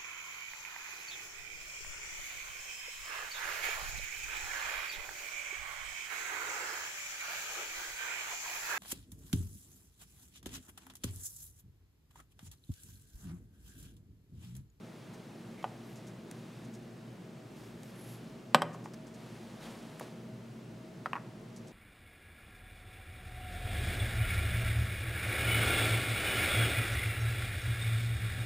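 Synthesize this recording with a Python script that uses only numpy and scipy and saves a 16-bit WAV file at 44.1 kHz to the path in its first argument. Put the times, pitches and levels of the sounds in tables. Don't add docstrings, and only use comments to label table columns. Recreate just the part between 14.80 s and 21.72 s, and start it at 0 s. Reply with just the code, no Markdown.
import sys
import numpy as np
from scipy import signal
from scipy.fft import rfft, irfft
from scipy.io import wavfile

SR = 44100
rng = np.random.default_rng(int(sys.argv[2]) if len(sys.argv) > 2 else 0)


def waveform_to_disk(signal):
    frames = np.transpose(np.atleast_2d(signal))
    scaled = np.clip(frames, -1, 1) * 32767
    samples = np.round(scaled).astype(np.int16)
    wavfile.write(sys.argv[1], SR, samples)


N = 305172
TIME = np.arange(N) / SR
FREQ = np.fft.rfftfreq(N, 1 / SR) + 1e-3

# frequency in Hz, relative density in dB per Hz.
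AIR_COLOUR = [(25, -33), (50, -19), (92, -22), (112, -1), (170, 1.5), (240, -1.5), (275, -5.5), (360, -5),
              (500, -12), (720, -16), (1000, -20.5), (2500, -26), (8000, -36.5), (15000, -46)]
AIR_DB = -49.5
# frequency in Hz, gain in dB.
AIR_WIDTH = [(30, -11), (60, -2.5), (120, -29), (220, -17.5), (310, -14.5), (450, -9.5), (1000, -6),
             (4000, -9.5), (12000, -13)]
# frequency in Hz, rms level in dB, waver from 0 to 1.
HUM_LINES = [(58.4, -74.5, 0.9), (119.8, -56.5, 0.76), (229, -56, 0.99), (346, -66.5, 0.59),
             (441, -73, 0.87), (637, -66, 0.97)]

# frequency in Hz, relative density in dB per Hz.
CLOTH_COLOUR = [(200, -10), (500, 4), (1000, -1), (2000, -6), (3600, -10), (6000, -14.5), (11000, -18.5),
                (15500, -30)]
# start in seconds, length in seconds, level in dB.
SLEEVE_RUBS = [(0, 1.29, -62.5), (1.462, 0.36, -61), (2.74, 0.11, -61), (3.06, 0.41, -61),
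               (4.346, 0.93, -58.5), (4.795, 0.075, -51)]
RUB_ATTACK_S, RUB_RELEASE_S = 0.021, 0.13
SNAG_HZ, SNAG_WIDTH_HZ, SNAG_DB, SNAG_SPREAD_DB = 3380, 2600, -13, 4
# frequency in Hz, relative density in dB per Hz.
SWISH_COLOUR = [(2000, 2), (7000, -1), (11500, -2), (14000, -5), (15500, -13)]
# fastest moment in seconds, half length in seconds, level in dB,
# whistle pitch at the fastest in Hz, whistle level in dB relative to the flick.
ARM_FLICKS = [(1.11, 0.056, -65.5, 11900, -9), (2.817, 0.097, -63.5, 11300, -20),
              (3.068, .045, -60.5, 12100, -18), (3.222, 0.055, -62, 10900, -2),
              (3.318, 0.045, -56.5, 11350, -6)]

# start in seconds, length in seconds to half amplitude after
# a level in dB, then centre in Hz and the answer of the board's case in dB against the tick.
HANDLING_TICKS = [(0.336, -64.5, 0.021, 6000, 4), (0.827, -54, .0033, 2850, 2), (1.512, -51, .004, 7200, 1),
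                  (3.032, -54, .0035, 6000, 0), (4.136, -55, 0.0087, 5530, -0.5),
                  (5.024, -60, .008, 3200, 2), (5.196, -49, 0.0049, 9300, 2)]
TICK_WIDTH = 0.44
CASE_HZ, CASE_WIDTH_HZ = 1410, 700
# press in seconds,
# time held in seconds, press level in dB, release level in dB.
BUTTON_PRESSES = [(1.158, 0.11, -59.5, -60.5), (1.840, 0.096, -65, -60), (3.931, 0.11, -60, -61),
                  (4.266, .074, -62, -63), (6.761, 0.11, -59.5, -62.5)]
BUTTON_HZ, BUTTON_WIDTH_HZ, BUTTON_S, BUTTON_TOP_HZ = 6300, 3000, 0.023, 12000
# start in seconds, length in seconds, level in dB,
# centre in Hz, width in Hz.
BOARD_SCUFFS = [(0.777, 0.052, -62, 2240, 260), (5.208, .05, -52.5, 560, 400),
                (5.211, 0.033, -59.5, 3000, 3000)]

# start in seconds, level in dB, low-pass brightness in Hz, high-pass
# corner in Hz, ring of the struck spot in Hz and its dB, lower ring of the piece in Hz and its dB,
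# upper ring in Hz and its dB, t60 of both piece rings in seconds, glass crack in dB,
# change per rebound in dB.
GLASS_KNOCKS = [ (0.8420, -30.5, 3700, 640, 815, 16.5, 2460, -10, 2990, -14, .018, -14.5, -11.5),
                (3.7460, -5.5, 10900, 68, 947, 3.5, 1533, -14, 3250, -2.5, 0.0055, -10, -21),
                (3.8194, -18, 9050, 205, 890, 5.5, 1900, -19, 3120, -10.5, 0.018, -11, -31),
                (3.8283, -37, 1700, 450, 930, 13, 1550, -3, 3150, -7, .005, -23, -20),
                (3.946, -50.5, 1800, 750, 1040, 17, 1800, -6, 2500, -6, .005, -8, -15),
                (4.0581, -40.5, 2400, 500, 885, 12, 1790, -10, 2400, 1, .005, -19, -15.5),
                (5.2095, -44.5, 1300, 430, 557, 17, 825, 16, 2400, -2, 0.0068, -7, -9),
                (6.2588, -30, 1990, 678, 1339, 11.5, 743, -3, 1779, 9, .004, -13.5, -26),
                (6.2635, -46, 1200, 450, 710, 16.5, 950, 4, 2400, -6, .008, -2, -16),
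                (6.3320, -29.5, 2960, 1050, 1070, 14, 1664, 5.5, 2520, 6, 0.0064, -15, -20),
                (6.3427, -46, 2600, 800, 1140, 15, 1750, -4, 2400, 3, .006, -20, -20),
                (6.3543, -39, 2380, 900, 1030, 18, 1740, 6, 2400, 1, .005, -11, -26),
                (6.3606, -38.5, 2400, 800, 1100, 14, 1750, 3, 2400, -4, .005, -17, -16),
                (6.3652, -43.5, 2400, 700, 980, 10, 1670, 16, 2390, 9, .005, -13, -20),
                (6.3686, -46.5, 2200, 700, 1130, 17.5, 1700, -4, 2400, -2, .005, -23, -4.5)]
# frequency in Hz, level in dB, t60 in seconds.
BOARD_MODES = [(165, -15.5, 0.057), (234, -13, 0.038), (601.4, -5.5, 0.041), (626, 2.2, 0.0093),
               (771, -19, 0.06), (872, -17.5, 0.02), (1088, -11, 0.035), (1244, -9, 0.031),
               (1310, -24, 0.025), (1530, -7.5, 0.021), (1880, -16, 0.023), (2249, -29, 0.015),
               (2570, -25, 0.012), (2780, -30, 0.03), (3290, -20, 0.019), (3255, -5.5, 0.0073),
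               (3830, -18, 0.018), (3750, -22, 0.015), (4400, -32.9, 0.011), (4800, -33.8, 0.014),
               (5180, -28, 0.017), (5764, -36, 0.012), (7760, -19.2, 0.01), (8370, -27, 0.012)]
SPOT_T60_S = 0.0097
# frequency in Hz, gain in dB.
CRACK_COLOUR = [(300, -40), (1000, -10), (2200, 6), (3500, 2.5), (4500, -2.5), (5700, -6), (6900, -14.5),
                (7900, -11.5), (11000, -11.5), (14000, -20), (16000, -29)]
SNAP_HZ, SNAP_DB, SNAP_T60_S = 3060, 6, 0.002
# frequency in Hz, gain in dB.
FRAME_SCATTER = [(200, -17), (450, -10), (850, -16), (1300, -11.5), (2300, -12), (3300, -15.5), (5000, -17),
                 (10000, -21)]
REBOUND_S, REBOUND_SHRINK, REBOUND_SPREAD, SPOT_SPREAD = 0.0067, 0.86, 0.091, 0.11
REST_DB = -57.5

# band centre in Hz, level in dB, t60 in seconds.
ROOM_BANDS = [(170, -12, 0.73), (390, -4, 0.65), (600, -12, 0.8), (850, -17, .65), (1200, -16.5, 0.58),
              (2110, -13.5, 0.6), (3330, -23, 0.52), (4800, -21, 0.52), (8000, -20, 0.33),
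              (14000, -20, .15)]
BOOM_HZ, BOOM_DB, BOOM_T60_S = 161.8, -58.5, 0.89
WALL_S, WALL_DB = 0.0095, -20.5
# frequency in Hz, gain in dB.
NEAR_WIDTH = [(100, -49), (320, -57), (600, -59), (1200, -31), (3000, -25), (12000, -18)]
TOP_HZ = 15700


def undb(db):
    return 10 ** (np.asarray(db) / 20)


def unit(x):
    return x / np.sqrt(np.mean(x ** 2))


def colour(x, points):
    hz, db = np.transpose(points)
    f = np.fft.rfftfreq(len(x), 1 / SR) + 1e-3
    gain = undb(np.interp(np.log(f), np.log(hz), db))
    return irfft(rfft(x) * gain, len(x))


def edge(x, hz, kind, order=2):
    return signal.sosfilt(signal.butter(order, hz, kind, fs=SR, output="sos"), x)


def band_noise(hz, width_hz):
    detuning = (FREQ - hz ** 2 / FREQ) / width_hz
    return unit(irfft(rfft(rng.standard_normal(N)) / (1 + detuning ** 2), N))


def fade(t, t60):
    return np.exp(-np.log(1000) * t / t60)


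def ring(t, hz, db, t60):
    return undb(db) * np.sin(2 * np.pi * hz * t) * fade(t, t60)


def burst(length, t60, start=0):
    t = np.arange(length) / SR
    x = rng.standard_normal(length) * fade(t, t60) * (t >= start)
    return x / np.linalg.norm(x)


def scratch(length, hz, width_hz, grit=0.82):
    t = np.arange(SR // 8) / SR
    noise, size = rng.standard_normal((2, len(t)))
    b, a = signal.iirpeak(hz, hz / width_hz, fs=SR)
    rasp = unit(signal.lfilter(b, a, noise * np.exp(grit * size)))
    return rasp / (1 + (t / length) ** 4)


def add(track, s, sound):
    i = int(s * SR)
    track[i:i + len(sound)] += sound[:N - i]


def air():
    return undb(AIR_DB) * unit(colour(rng.standard_normal(N), AIR_COLOUR))


def hum(waver_hz=5.1):
    out = np.zeros(N)
    for hz, db, waver in HUM_LINES:
        steady = np.sqrt(2) * np.sin(2 * np.pi * (hz * TIME + rng.random()))
        wavering = band_noise(hz, 2 * waver_hz)
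        out += undb(db) * (np.sqrt(1 - waver ** 2) * steady + waver * wavering)
    return out


def sleeves(catch_db=0.6, swish_db=-4, whistle_width_hz=1100, whistle_bend=0.02):
    power = np.zeros(N)
    for s, length, db in SLEEVE_RUBS:
        attack = 1 - np.exp(-np.maximum(TIME - s, 0) / RUB_ATTACK_S)
        release = np.exp(-np.maximum(TIME - s - length, 0) / RUB_RELEASE_S)
        power += (undb(db) * attack * release) ** 2
    snag_sizes = undb(SNAG_SPREAD_DB * band_noise(95, 200))
    snags = unit(band_noise(SNAG_HZ, SNAG_WIDTH_HZ) * snag_sizes)
    cloth = unit(colour(rng.standard_normal(N), CLOTH_COLOUR))
    out = (cloth + undb(SNAG_DB) * snags) * np.sqrt(power)

    swish = undb(swish_db) * unit(colour(rng.standard_normal(N), SWISH_COLOUR))
    unevenness = unit(edge(rng.standard_normal(N), whistle_width_hz / 2, "low"))
    for s, half_s, db, hz, whistle_db in ARM_FLICKS:
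        speed = 1 / (1 + np.abs((TIME - s) / half_s) ** 3)
        pitch = hz * (1 + whistle_bend * (speed - 1))
        whistle = np.sqrt(2) * unevenness * np.sin(2 * np.pi * np.cumsum(pitch) / SR)
        out += undb(db) * speed * (swish + undb(whistle_db) * whistle)
    catching = undb(catch_db * band_noise(20, 60))
    return out * catching


def ticks():
    out = np.zeros(N)
    for s, db, length, hz, case_db in HANDLING_TICKS:
        tick = scratch(length, hz, TICK_WIDTH * hz)
        case = undb(case_db) * scratch(length, CASE_HZ, CASE_WIDTH_HZ)
        add(out, s, undb(db) * (tick + case))
    return out


def buttons():
    out = np.zeros(N)
    for s, held_s, press_db, release_db in BUTTON_PRESSES:
        for at, db in ((s, press_db), (s + held_s, release_db)):
            add(out, at, undb(db) * scratch(BUTTON_S, BUTTON_HZ, BUTTON_WIDTH_HZ))
    return edge(out, BUTTON_TOP_HZ, "low")


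def scuffs():
    out = np.zeros(N)
    for s, length, db, hz, width_hz in BOARD_SCUFFS:
        add(out, s, undb(db) * scratch(length, hz, width_hz))
    return out


def knocks(crack_s=0.0041, scatter_t60=0.086, count=4):
    t = np.arange(SR // 4) / SR
    board = sum((-1) ** k * ring(t, *mode) for k, mode in enumerate(BOARD_MODES))
    snap = ring(t, SNAP_HZ, SNAP_DB, SNAP_T60_S)
    grinding = 1 / (1 + (t / crack_s) ** 3)
    out, scattered = np.zeros(N), np.zeros(N)
    for (s, db, bright_hz, low_hz, spot_hz, spot_db, lower_hz, lower_db,
         upper_hz, upper_db, piece_t60, crack_db, rebound_db) in GLASS_KNOCKS:
        piece = ring(t, upper_hz, upper_db, piece_t60) + ring(t, lower_hz, lower_db, piece_t60)
        hz = spot_hz
        for k, (late, shift) in enumerate(rng.standard_normal((count, 2))):
            contact_db = db + k * rebound_db
            if contact_db < REST_DB:
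                break
            crack = colour(rng.standard_normal(len(t)), CRACK_COLOUR) * grinding
            spot = ring(t, hz, spot_db, SPOT_T60_S)
            body = board + piece + spot + undb(crack_db) * snap
            body = edge(edge(body, bright_hz, "low", order=6), low_hz, "high")
            blow = undb(contact_db) * (body + undb(crack_db) * crack)
            scatter = colour(burst(len(t), scatter_t60, start=0.0027), FRAME_SCATTER)[:len(t) // 2]
            add(out, s, blow)
            add(scattered, s, signal.fftconvolve(blow, scatter))
            s = s + REBOUND_S * REBOUND_SHRINK ** k * np.exp(REBOUND_SPREAD * late)
            hz = spot_hz * np.exp(SPOT_SPREAD * shift)
    return edge(np.array([out, scattered]), 119, "high", order=6)


def room(x, build_s=0.0026):
    t = np.arange(SR) / SR
    log_f = np.log(np.fft.rfftfreq(SR, 1 / SR) + 1e-3)
    noise = rfft(rng.standard_normal(SR))
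    centres = np.log([row[0] for row in ROOM_BANDS])
    tail = np.zeros(SR)
    for share, (hz, db, t60) in zip(np.eye(len(ROOM_BANDS)), ROOM_BANDS):
        band = irfft(noise * np.interp(log_f, centres, share), SR)
        envelope = fade(t, t60) * (1 - np.exp(-(t / build_s) ** 2))
        tail += undb(db) * band * envelope / np.linalg.norm(envelope)
    return signal.fftconvolve(x, tail)[:N]


def boom(x):
    return signal.fftconvolve(x, ring(TIME[:SR], BOOM_HZ, BOOM_DB, BOOM_T60_S))[:N]


def scene(room_side_db=-16):
    blows, scattered = knocks()
    direct = blows + scuffs() + ticks() + buttons() + sleeves()
    add(direct, WALL_S, undb(WALL_DB) * direct)
    mid = direct + scattered + room(direct) + boom(direct) + air() + hum()

    sideways = signal.fftconvolve(direct, burst(SR // 20, 0.0055))[:N]
    side = colour(sideways, NEAR_WIDTH)
    side += undb(room_side_db) * room(direct)
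    side += colour(air(), AIR_WIDTH)
    balance = undb(np.array([[0.13], [-0.13]]))
    return np.array([mid + side, mid - side]) * balance


def record(dry):
    return signal.sosfilt(signal.ellip(8, 0.2, 70, TOP_HZ, fs=SR, output="sos"), dry)


dry = scene()
out = record(dry)
waveform_to_disk(out)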